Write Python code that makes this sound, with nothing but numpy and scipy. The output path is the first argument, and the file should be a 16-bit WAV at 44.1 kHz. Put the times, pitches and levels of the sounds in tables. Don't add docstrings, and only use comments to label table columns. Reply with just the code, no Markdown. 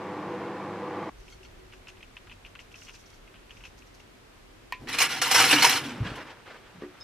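import sys
import numpy as np
from scipy import signal
from scipy.fft import rfft, irfft, next_fast_len
from scipy.io import wavfile

SR = 44100
rng = np.random.default_rng(int(sys.argv[2]) if len(sys.argv) > 2 else 0)


def master_out(mix):
    frames = np.transpose(np.atleast_2d(mix))
    ceiling = np.clip(frames, -1, 1)
    pcm = np.round(ceiling * 32767).astype(np.int16)
    wavfile.write(sys.argv[1], SR, pcm)


N = 310023
TIME = np.arange(N) / SR
OVEN_STOP_S = 1.1

# start in seconds, strength in dB.
TAP_HITS = [(4.7235, -31)]
# start in seconds, level in dB, time to fade by 60 dB in seconds, ringing pitch in Hz,
# treble in dB against the level.
CRACKLE_BURSTS = [(4.872, -37, 0.08, 1850, -18), (4.884, -31, 0.14, 1900, -6.5),
                  (4.926, -30, 0.1, 2340, -4), (4.942, -28, 0.084, 2470, -4),
                  (4.9847, -18.5, 0.055, 2480, 1), (5.001, -20, .1, 5660, 1.5),
                  (5.016, -18.5, 0.11, 2300, 2.5), (5.173, -34, 0.04, 2870, -6), (5.215, -21, 0.1, 5640, 4),
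                  (5.311, -17, 0.085, 5180, 3.5), (5.343, -18, 0.16, 2040, 2),
                  (5.398, -16.5, 0.16, 1295, -8), (5.439, -14.5, 0.075, 1400, -15),
                  (5.508, -16, 0.11, 2970, -1), (5.527, -11.5, 0.072, 2320, -12),
                  (5.582, -20.5, 0.099, 2890, -10), (5.621, -15.5, 0.14, 3010, 0),
                  (5.643, -11.5, 0.069, 937, 0.5), (5.668, -23, .08, 5750, -1), (5.692, -24, .09, 5640, -5),
                  (5.723, -25, 0.089, 2980, -3), (5.76, -28, .08, 2950, -6), (5.956, -50, 0.073, 805, -19),
                  (6.047, -38, 0.2, 1620, -34.5), (6.066, -36, .12, 3100, -30),
                  (6.1, -40.5, .08, 1350, -17), (6.154, -40, 0.099, 1030, -5), (6.269, -48, 0.12, 950, -22),
                  (6.3, -47, .08, 1050, -22), (6.459, -49.5, 0.29, 1750, -25.5),
                  (6.502, -47.5, 0.15, 1740, -28)]
# time in seconds, level in dB.
HAND_LEVELS = [(5.75, -49.5), (6.03, -44.5), (6.06, -41), (6.215, -43), (6.24, -51), (6.31, -45),
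               (6.34, -53), (6.445, -60), (6.47, -49.5), (6.57, -49.5), (6.6, -56), (6.81, -57.5),
               (6.822, -49.5), (6.88, -59.5), (7.03, -56)]


def from_db(db):
    return 10 ** (np.asarray(db) / 20)


def rms_one(x):
    return x / np.sqrt(np.mean(x ** 2) + 1e-20)


def in_time(rows):
    s, level = np.transpose(rows)
    return np.interp(TIME, s, level)


def at_hz(points, hz):
    table = np.array(points)
    return np.interp(np.log(hz), np.log(table[:, 0]), table[:, 1])


def drift(rate_hz):
    r = np.exp(-2 * np.pi * rate_hz * 40 / SR)
    noise = rng.standard_normal(N // 40 + 2002)
    slow = signal.lfilter([1], [1, -2 * r, r * r], noise)[2000:]
    return np.interp(np.arange(N) / 40, np.arange(len(slow)), rms_one(slow))


def fft_grid():
    size = next_fast_len(N)
    return size, np.maximum(np.arange(size // 2 + 1) * SR / size, 1)


def colour(x, spectrum):
    size, hz = fft_grid()
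    shaped = rfft(x, size) * from_db(at_hz(spectrum, hz))
    return rms_one(irfft(shaped, size)[..., :N])


def spread(mid, side, alike, phase=((100, 0), (200, 0))):
    size, hz = fft_grid()
    likeness = np.clip(at_hz(alike, hz), 0, 1)
    m = rfft(mid, size) * np.sqrt((1 + likeness) / 2)
    s = rfft(side, size) * np.sqrt((1 - likeness) / 2)
    left = (m + s) * np.exp(1j * at_hz(phase, hz))
    return irfft(np.array([left, m - s]), size)[:, :N]


def resonate(x, peaks):
    out = np.zeros(x.shape)
    busy = np.flatnonzero(np.any(np.atleast_2d(x) != 0, axis=0))
    span = slice(busy[0], busy[-1] + SR // 4)
    for k, (hz, width, db) in enumerate(peaks):
        r = np.exp(-np.pi * max(width, 5) / SR)
        b = [(1 - r * r) / 2, 0, (r * r - 1) / 2]
        a = [1, -2 * r * np.cos(2 * np.pi * hz / SR), r * r]
        out[..., span] += (-1) ** k * from_db(db) * signal.lfilter(b, a, x[..., span] + 1e-18)
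    return out


def grains(per_s, uneven_db, channels=1):
    shape = (channels, N)
    size_db = uneven_db * np.minimum(rng.exponential(1, shape), 4)
    sizes = from_db(size_db) * rng.choice([-1, 1], shape)
    return rms_one(sizes * (rng.random(shape) < per_s / SR))


def chips(low_hz, high_hz, per_s, cycles, uneven_db, count, falling):
    clicks = falling * grains(per_s, uneven_db, channels=2)
    dealt = rng.integers(0, count, N)
    rings = np.zeros((2, N))
    for k, hz in enumerate(np.geomspace(low_hz, high_hz, count)):
        width = np.log(1000) / np.pi * hz / cycles
        rings += resonate(clicks * (dealt == k), [(hz, width, 0)])
    return rms_one(rings) * np.sqrt(np.mean(falling))


def bursts(times, levels_db, t60s, rise_s):
    power = np.zeros(N)
    for s, db, t60 in zip(times, levels_db, t60s):
        i = int(s * SR)
        t = TIME[:min(SR // 2, N - i)]
        fade = from_db(db - 60 * t / max(t60, .005))
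        power[i:i + len(t)] += (fade * (1 - np.exp(-t / rise_s))) ** 2
    return np.sqrt(power)


def struck(hits, modes, uneven_db):
    at = np.array([round(s * SR) for s, db in hits])
    hit_db = np.array(hits)[:, 1]
    out = np.zeros(N)
    for hz, db, t60 in modes:
        clicks = np.full(N - at[0], 1e-18)
        clicks[at - at[0]] = from_db(hit_db + db + rng.normal(0, uneven_db, len(at)))
        r, w = from_db(-60 / (t60 * SR)), 2 * np.pi * hz / SR
        out[at[0]:] += signal.lfilter([0, np.sin(w)], [1, -2 * r * np.cos(w), r * r], clicks)
    lowest_hz = min(mode[0] for mode in modes)
    return signal.sosfilt(signal.butter(2, .75 * lowest_hz, "high", fs=SR, output="sos"), out)


def oven():
    # time in seconds, level in dB.
    body_levels = [(0.0, -37), (0.42, -35.5), (0.67, -37), (0.9, -36.5), (1.01, -34.5), (1.09, -36)]
    # frequency in Hz, relative level in dB per Hz.
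    fan_spectrum = [(35, -64), (60, -41), (91, -15), (190, -2.5), (266, -19), (301, -1.5), (390, -3),
                    (435, -13), (488, 3), (542, -13.5), (1170, -5), (1240, -14), (1870, -16), (9000, -53.5),
                    (11700, -83), (19800, -120)]
    # frequency in Hz, width in Hz, relative level in dB.
    cabinet_modes = [(336, 32, -4.5), (486, 130, -8.5), (840, 46, -5.5), (2264, 15, -17.5)]
    # pitch in Hz, level in dB rms.
    hum_tones = [(100, -57), (200, -50), (250, -54), (300, -48), (333, -53), (500, -48), (648, -58.5),
                 (748, -58), (1000, -57)]
    # frequency in Hz, relative level in dB per Hz.
    hiss_spectrum = [(290, -67), (500, -28), (792, -17), (982, -6.5), (4500, -16), (11100, -30),
                     (15500, -37)]
    cabinet_db, hiss_db, buzz_depth = -4.5, -55, 0.17

    air = rng.standard_normal((2, N))
    cabinet = rms_one(resonate(air[1], cabinet_modes))
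    body = colour(air[0], fan_spectrum) + from_db(cabinet_db) * cabinet
    body = rms_one(body * (1 + buzz_depth * np.cos(2 * np.pi * hum_tones[0][0] * TIME)))
    hum = np.zeros(N)
    for hz, db in hum_tones:
        tone = np.sin(2 * np.pi * (hz * TIME + rng.random()))
        hum += np.sqrt(2) * from_db(db + 1.5 * drift(3.5)) * tone
    hiss = from_db(hiss_db) * colour(rng.standard_normal((2, N)), hiss_spectrum)
    return from_db(in_time(body_levels)) * body + hum + hiss


def quiet_floor():
    # frequency in Hz, relative level in dB per Hz.
    floor_spectrum = [(35, -43), (60, -12.5), (102, -3), (123, -10.5), (231, -10), (259, -8.5),
                      (351, -10.5), (721, -15.5), (1150, -16.5), (2470, -19), (13500, -37.5), (15500, -54)]
    # frequency in Hz, left-right likeness from 0 to 1.
    floor_alike = [(60, 0.93), (110, 1), (200, 0.089), (15000, 0)]
    # time in seconds, level in dB.
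    rumble_levels = [(1.12, -52), (1.9, -58), (3.9, -58.5), (4.6, -62), (4.8, -53), (5.5, -68), (5.95, -71),
                     (6.3, -64), (7.03, -66)]
    drone_levels = [(1.12, -63), (1.6, -56), (2.2, -72), (4.7, -63), (7.03, -70.5)]
    # frequency in Hz, width in Hz, level in dB.
    rumble_mode = (35, 26, 0)
    drone_mode = (367, 30, 0)
    floor_db = -54

    mid, side = colour(rng.standard_normal((2, N)), floor_spectrum)
    steady = from_db(floor_db) * spread(mid, side, floor_alike)
    far = rng.standard_normal((3, N))
    rumble = rms_one(resonate(resonate(far[0], [rumble_mode]), [rumble_mode]))
    rumble = rumble * from_db(in_time(rumble_levels) + 2.0 * drift(2.4))
    drone = rms_one(resonate(far[1:], [drone_mode]))
    drone = drone * from_db(in_time(drone_levels) + 2.0 * drift(5.6))
    return steady + rumble + drone


def showers():
    # start in seconds, level in dB, hold in seconds.
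    shower_rows = [(1.173, -68, 0.12), (1.287, -60, 0.037), (1.42, -67, 0.051), (1.72, -66, .02),
                   (1.872, -59, 0.022), (2.02, -64, 0.011), (2.148, -68, .02), (2.305, -67, 0.026),
                   (2.45, -67, 0.025), (2.587, -61, 0.027), (2.712, -60, .01), (2.745, -59.5, .04),
                   (2.797, -58.5, .05), (2.863, -60.5, .04), (2.924, -58, .04), (2.976, -60.5, 0.023),
                   (3.05, -62, .02), (3.09, -61, .015), (3.13, -64, .02), (3.5, -65.5, 0.095),
                   (3.63, -62, 0.037), (3.766, -62.5, 0.026), (3.858, -61, .008), (3.936, -58.5, 0.011),
                   (3.986, -66, 0.017), (4.348, -71, .02)]
    attack_s, t60_s, t60_per_hold = 0.014, 0.09, 2.8

    power = np.zeros(N)
    for s, db, hold in shower_rows:
        t = TIME - s
        fade_db = -60 * np.maximum(t - hold, 0) / (t60_s + t60_per_hold * abs(hold))
        power += (np.clip(t / attack_s, 0, 1) * from_db(db + fade_db)) ** 2
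    return np.sqrt(power)


def seeds():
    # start in seconds, strength in dB.
    rim_hits = [(1.3044, -61), (1.3244, -47.5), (1.4491, -52.5), (1.5948, -61), (2.8679, -56),
                (3.0394, -57), (3.13, -55)]
    # pitch in Hz, relative level in dB, time to fade by 60 dB in seconds.
    rim_modes = [(1400, -3, 0.054), (2180, -0.5, 0.052), (3230, -3, 0.07), (4400, -4, 0.1), (6040, -4, .03)]

    falling = (TIME > OVEN_STOP_S) & (TIME < TAP_HITS[0][0])
    ticks = chips(2400, 14600, 6000, 22.0, 2.2, count=14, falling=falling)
    ticks = resonate(ticks, [(2880, 1700, 7), (5800, 1200, 14), (12200, 3500, -4.5)])
    patter = spread(*rms_one(ticks), [(4000, 0.33), (14000, 0.1)])
    level = showers() * from_db(2.0 * drift(39))
    return level * patter + struck(rim_hits, rim_modes, uneven_db=0.0)


def shaker():
    # start in seconds, rattle level in dB, dull knock level in dB.
    jolts = [(1.28, -50, -63), (1.431, -48, -62), (1.4496, -53, -65), (1.724, -45.5, -58),
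             (1.7322, -51, -50.5), (1.87, -43, -51), (1.8836, -41, -49), (1.9704, -54, -60),
             (2.006, -48, -65), (2.027, -46, -62), (2.168, -38.5, -50), (2.271, -52, -51),
             (2.2962, -42, -54), (2.313, -41.5, -52), (2.4485, -41.5, -61), (2.461, -46, -52.5),
             (2.552, -43, -43.5), (2.591, -40, -52), (2.6019, -45, -57), (2.716, -54, -61),
             (2.742, -44, -57), (2.753, -47, -55), (2.819, -48.5, -55), (2.8689, -53, -62),
             (2.881, -42.5, -54), (2.893, -45.5, -50), (2.9422, -50, -57), (2.954, -50, -60),
             (3.276, -53, -63), (3.341, -48, -55), (3.3565, -50.5, -60), (3.4938, -47, -59),
             (3.5056, -44.5, -54), (3.569, -49, -62), (3.606, -50, -55), (3.638, -41.5, -50),
             (3.652, -40.5, -48.5), (3.8214, -53.5, -67), (3.9995, -52, -58)]
    # frequency in Hz, width in Hz, relative level in dB.
    jar_bright = [(2100, 300, -1), (2454, 350, 7), (2730, 364, 8.5), (3210, 350, 1), (4270, 500, -18)]
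    jar_dull = [(987, 100, 3), (1550, 350, 1.5)]
    # pitch in Hz, relative level in dB, time to fade by 60 dB in seconds.
    wall_modes = [(1450, 0.5, .012), (2090, 0, .01), (2780, -0.5, .008), (3400, -8, .008)]
    wall_db = 3
    rebound_within_s, jolt_t60_s, rebound_t60_s = .022, 0.054, 0.076
    left_db = 1.5

    s, rattle_db, knock_db = np.transpose(jolts)
    t60 = np.where(np.diff(s, prepend=0) < rebound_within_s, rebound_t60_s, jolt_t60_s)
    clicks = grains(2800, 3.0)[0]
    clicks[(s * SR).astype(int) + 40] = 4.3
    high = rms_one(resonate(clicks, jar_bright)) * bursts(s, rattle_db, t60, 0.00051)
    low = rms_one(resonate(clicks, jar_dull)) * bursts(s, knock_db, t60, 0.0011)
    wall = struck(list(zip(s + 0.000794, knock_db + wall_db)), wall_modes, uneven_db=2.0)
    return (high + low + wall) * from_db([[left_db / 2], [-left_db / 2]])


def tap():
    # pitch in Hz, relative level in dB, time to fade by 60 dB in seconds.
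    tap_modes = [(995, 4, 0.059), (1010, -8, 0.3), (1080, -4, 0.07), (1850, 2, 0.051), (2400, -5, .07),
                 (2510, -3.5, 0.096), (2880, 2, 0.012), (4300, 0.5, 0.0079)]
    start_s = TAP_HITS[0][0]

    crack = rng.standard_normal(N) * bursts([start_s], [-40], [.02], 0.00018)
    tail = resonate(rng.standard_normal(N), [(1800, 400, 12), (2500, 400, 17), (4860, 2600, -5)])
    rattle = tail * bursts([start_s], [-37], [.14], 0.00031)
    return struck(TAP_HITS, tap_modes, uneven_db=1.2) + crack + rattle


def thuds():
    # time in seconds, level in dB.
    creak_levels = [(4.79, -62), (4.82, -45.5), (5.3, -46.5), (5.44, -35.5), (5.8, -41), (6.2, -46),
                    (6.3, -57), (6.42, -78.5)]
    # frequency in Hz, width in Hz, relative level in dB.
    hollow_modes = [(127.4, 31, -1.5), (168, 41, -7), (274.4, 70, -1.5)]
    # start in seconds, level in dB, pitch in Hz, time to fade by 60 dB in seconds.
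    bump_rows = [(5.527, -17.5, 293, 0.21), (5.853, -31, 260, 0.18), (5.909, -30, 240, 0.19),
                 (5.972, -29.5, 170, .12), (6.002, -22, 106, 0.2), (6.05, -27.5, 190, 0.13),
                 (6.085, -29, 110, .15), (6.085, -34.5, 56, 0.29), (6.748, -35.5, 200, .12),
                 (6.776, -39, 190, .08)]
    rise_s = 0.0061

    creaks = rms_one(resonate(grains(1500, 1.8, channels=2), hollow_modes))
    out = spread(*creaks, [(110, 1.0), (300, 0.96)])
    out = out * from_db(in_time(creak_levels)) * (TIME > creak_levels[0][0])
    for s, db, hz, t60 in bump_rows:
        wobble = 1 + 0.46 * drift(25)
        angle = 2 * np.pi * (hz * TIME + rng.random()) + 0.92 * drift(29)
        out += bursts([s], [db], [t60], rise_s) * wobble * np.sin(angle)
    return signal.sosfilt(signal.butter(2, 45.0, "high", fs=SR, output="sos"), out)


def crackle_rings():
    ring_db = 5.5
    out, crackle = np.zeros(N), grains(5000, 7.5)[0]
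    for s, level_db, t60, hz, treble_db in CRACKLE_BURSTS:
        i = int(s * SR)
        span = slice(i, i + SR // 4)
        fade_db = -60 * TIME[:SR // 4] / max(t60, .01)
        burst = crackle[span] * from_db(level_db + ring_db + fade_db)
        out[span] += resonate(burst, [(hz, 0.031 * hz, 0)]) * np.sqrt(SR / hz)
    return out


def dish(flow, falling):
    # frequency in Hz, width in Hz, relative level in dB.
    dish_modes = [(481, 16.4, 1), (766, 35, 3.5), (1400, 40, 3), (1703, 10, 5.5), (2042, 30, 4.5),
                  (2276, 30, 5), (2440, 39, -11), (2820, 54, 5), (2945, 30, 3), (4125, 87, 3),
                  (5210, 24, 5), (5530, 98, -2), (5750, 60, -2), (10260, 70, -5)]
    pour_end_s = 5.815

    blows = grains(2500, 3.3, channels=2)
    spot = rng.integers(0, len(dish_modes), N)
    on_dish = falling * flow * np.clip((pour_end_s - TIME) / 0.05, 0, 1)
    rings, power = np.zeros((2, N)), 0
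    for k, (hz, width, db) in enumerate(dish_modes):
        rings += resonate(blows * on_dish * (spot == k), [(hz, width, db)])
        power += np.pi * width / SR * from_db(2 * db)
    return rings / np.sqrt(power / len(dish_modes))


def pour():
    # time in seconds, level in dB.
    stream_levels = [(4.83, -81), (4.91, -38.5), (4.98, -35.5), (5.02, -28), (5.04, -29.5), (5.085, -35),
                     (5.125, -31.5), (5.16, -36), (5.19, -37), (5.21, -44.5), (5.23, -28.5), (5.29, -31),
                     (5.35, -22.5), (5.46, -24), (5.54, -24), (5.575, -28), (5.63, -24.5), (5.7, -25.5),
                     (5.775, -28.5), (5.81, -37), (5.97, -49), (6.05, -79)]
    # frequency in Hz, relative level in dB per Hz.
    main_spectrum = [(210, -75), (350, -9.5), (629, -13.5), (931, 2.5), (1120, 1.5), (2870, 3.5),
                     (4620, -8.5), (5610, -12), (6500, -20), (8450, -20), (14300, -120)]
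    treble_spectrum = [(2940, -22), (5000, -7.5), (5630, -6), (7550, -11), (10300, -7.5), (13600, -11),
                       (15500, -46)]
    # start in seconds, strength in dB.
    big_hits = [(5.2205, -16), (5.351, -12), (5.533, -5), (5.626, -10), (5.65, -6)]
    # pitch in Hz, relative level in dB, time to fade by 60 dB in seconds.
    big_modes = [(950, -14, 0.022), (1880, -6.5, .012), (2920, -9, .01), (5300, -12, .006)]
    # frequency in Hz, left-right likeness from 0 to 1.
    bits_alike = [(500, 0.98), (2000, 0.98), (4000, 0.78), (8000, 0.36), (14000, 0.68)]
    # frequency in Hz, how far the left leads in radians.
    left_lead = [(2600, 0), (4000, -.25), (5600, -1), (7700, -1.3), (8500, -2), (12000, -3), (15300, -3)]
    stray_db = -8
    full_flow_db, full_treble_db, treble_per_db = -24, -2, .5
    grains_per_s, ring_cycles, ring_db, dish_db = 4000, 260, -3.5, -3
    left_db = -.5

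    s, level_db, t60, hz, treble_db = np.transpose(CRACKLE_BURSTS)
    falling = TIME > stream_levels[0][0]
    stray = (TIME > HAND_LEVELS[0][0]) * from_db(in_time(HAND_LEVELS) + stray_db)
    stream = np.hypot(from_db(in_time(stream_levels)), stray)
    brightness = from_db(full_treble_db) * (stream / from_db(full_flow_db)) ** treble_per_db
    stream = falling * stream * from_db(1.76 * drift(17.4))
    flow = np.hypot(stream, bursts(s, level_db, t60, 0.0019))
    crisp = np.hypot(stream * brightness, bursts(s, level_db + treble_db, t60, 0.0051))

    crumbs = chips(505.7, 14256, 1500, ring_cycles, 4.1, count=40, falling=falling)
    hits = falling * grains(grains_per_s, 2.04, channels=2) + from_db(ring_db) * crumbs
    body = flow * colour(hits, main_spectrum) + crisp * colour(hits, treble_spectrum)
    body = np.sqrt(np.mean(falling)) * body
    extra = crackle_rings() + struck(big_hits, big_modes, uneven_db=2.5)
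    mid, side = body + from_db(dish_db) * dish(flow, falling)
    both = spread(mid + extra, side, bits_alike, left_lead)
    return both * from_db([[left_db / 2], [-left_db / 2]])


def rustle():
    # frequency in Hz, relative level in dB per Hz.
    rustle_spectrum = [(150, -23), (250, -10), (329, -8), (498, -5), (681, -9), (980, -7), (1680, -8.5),
                       (5000, -26), (6500, -33), (11000, -120)]

    crackle = colour(grains(3000, 2.4, channels=2), rustle_spectrum)
    both = spread(*crackle, [(300, 1.0), (2000, 0.94), (5000, 0.53)])
    level = from_db(in_time(HAND_LEVELS) + 1.9 * drift(28))
    return (TIME > HAND_LEVELS[0][0]) * level * both


def tub_knocks():
    # start in seconds, strength in dB.
    finger_hits = [(6.8215, -36), (6.8355, -37), (6.849, -47), (6.8585, -48)]
    # pitch in Hz, relative level in dB, time to fade by 60 dB in seconds.
    tub_modes = [(236, -7, 0.068), (293, -4, 0.18), (364, -4, 0.27), (407, -2, 0.14), (517, -6.5, 0.049),
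                 (1180, -10, .04), (1870, -9, 0.043)]
    return struck(finger_hits, tub_modes, uneven_db=0.5)


def glass_clink():
    # start in seconds, strength in dB.
    glass_hits = [(7.003, -52), (7.0098, -45.5)]
    # pitch in Hz, relative level in dB, time to fade by 60 dB in seconds.
    glass_modes = [(2510, -20, 0.092), (3710, -8, .3), (5115, 0, .4), (6260, -14, .2)]
    return struck(glass_hits, glass_modes, uneven_db=2.0)


def scene():
    later = np.clip((TIME - OVEN_STOP_S) / 0.0049 + 1, 0, 1)
    food = quiet_floor() + seeds() + shaker() + tap() + thuds() + pour()
    food = food + rustle() + tub_knocks() + glass_clink()
    return (1 - later) * oven() + later * food


def record(dry):
    rounded = 1.28 * np.tanh(dry / 1.32)
    cutoff_hz = 15950
    return signal.sosfilt(signal.cheby2(16, 70, cutoff_hz, fs=SR, output="sos"), rounded)


dry = scene()
out = record(dry)
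master_out(out)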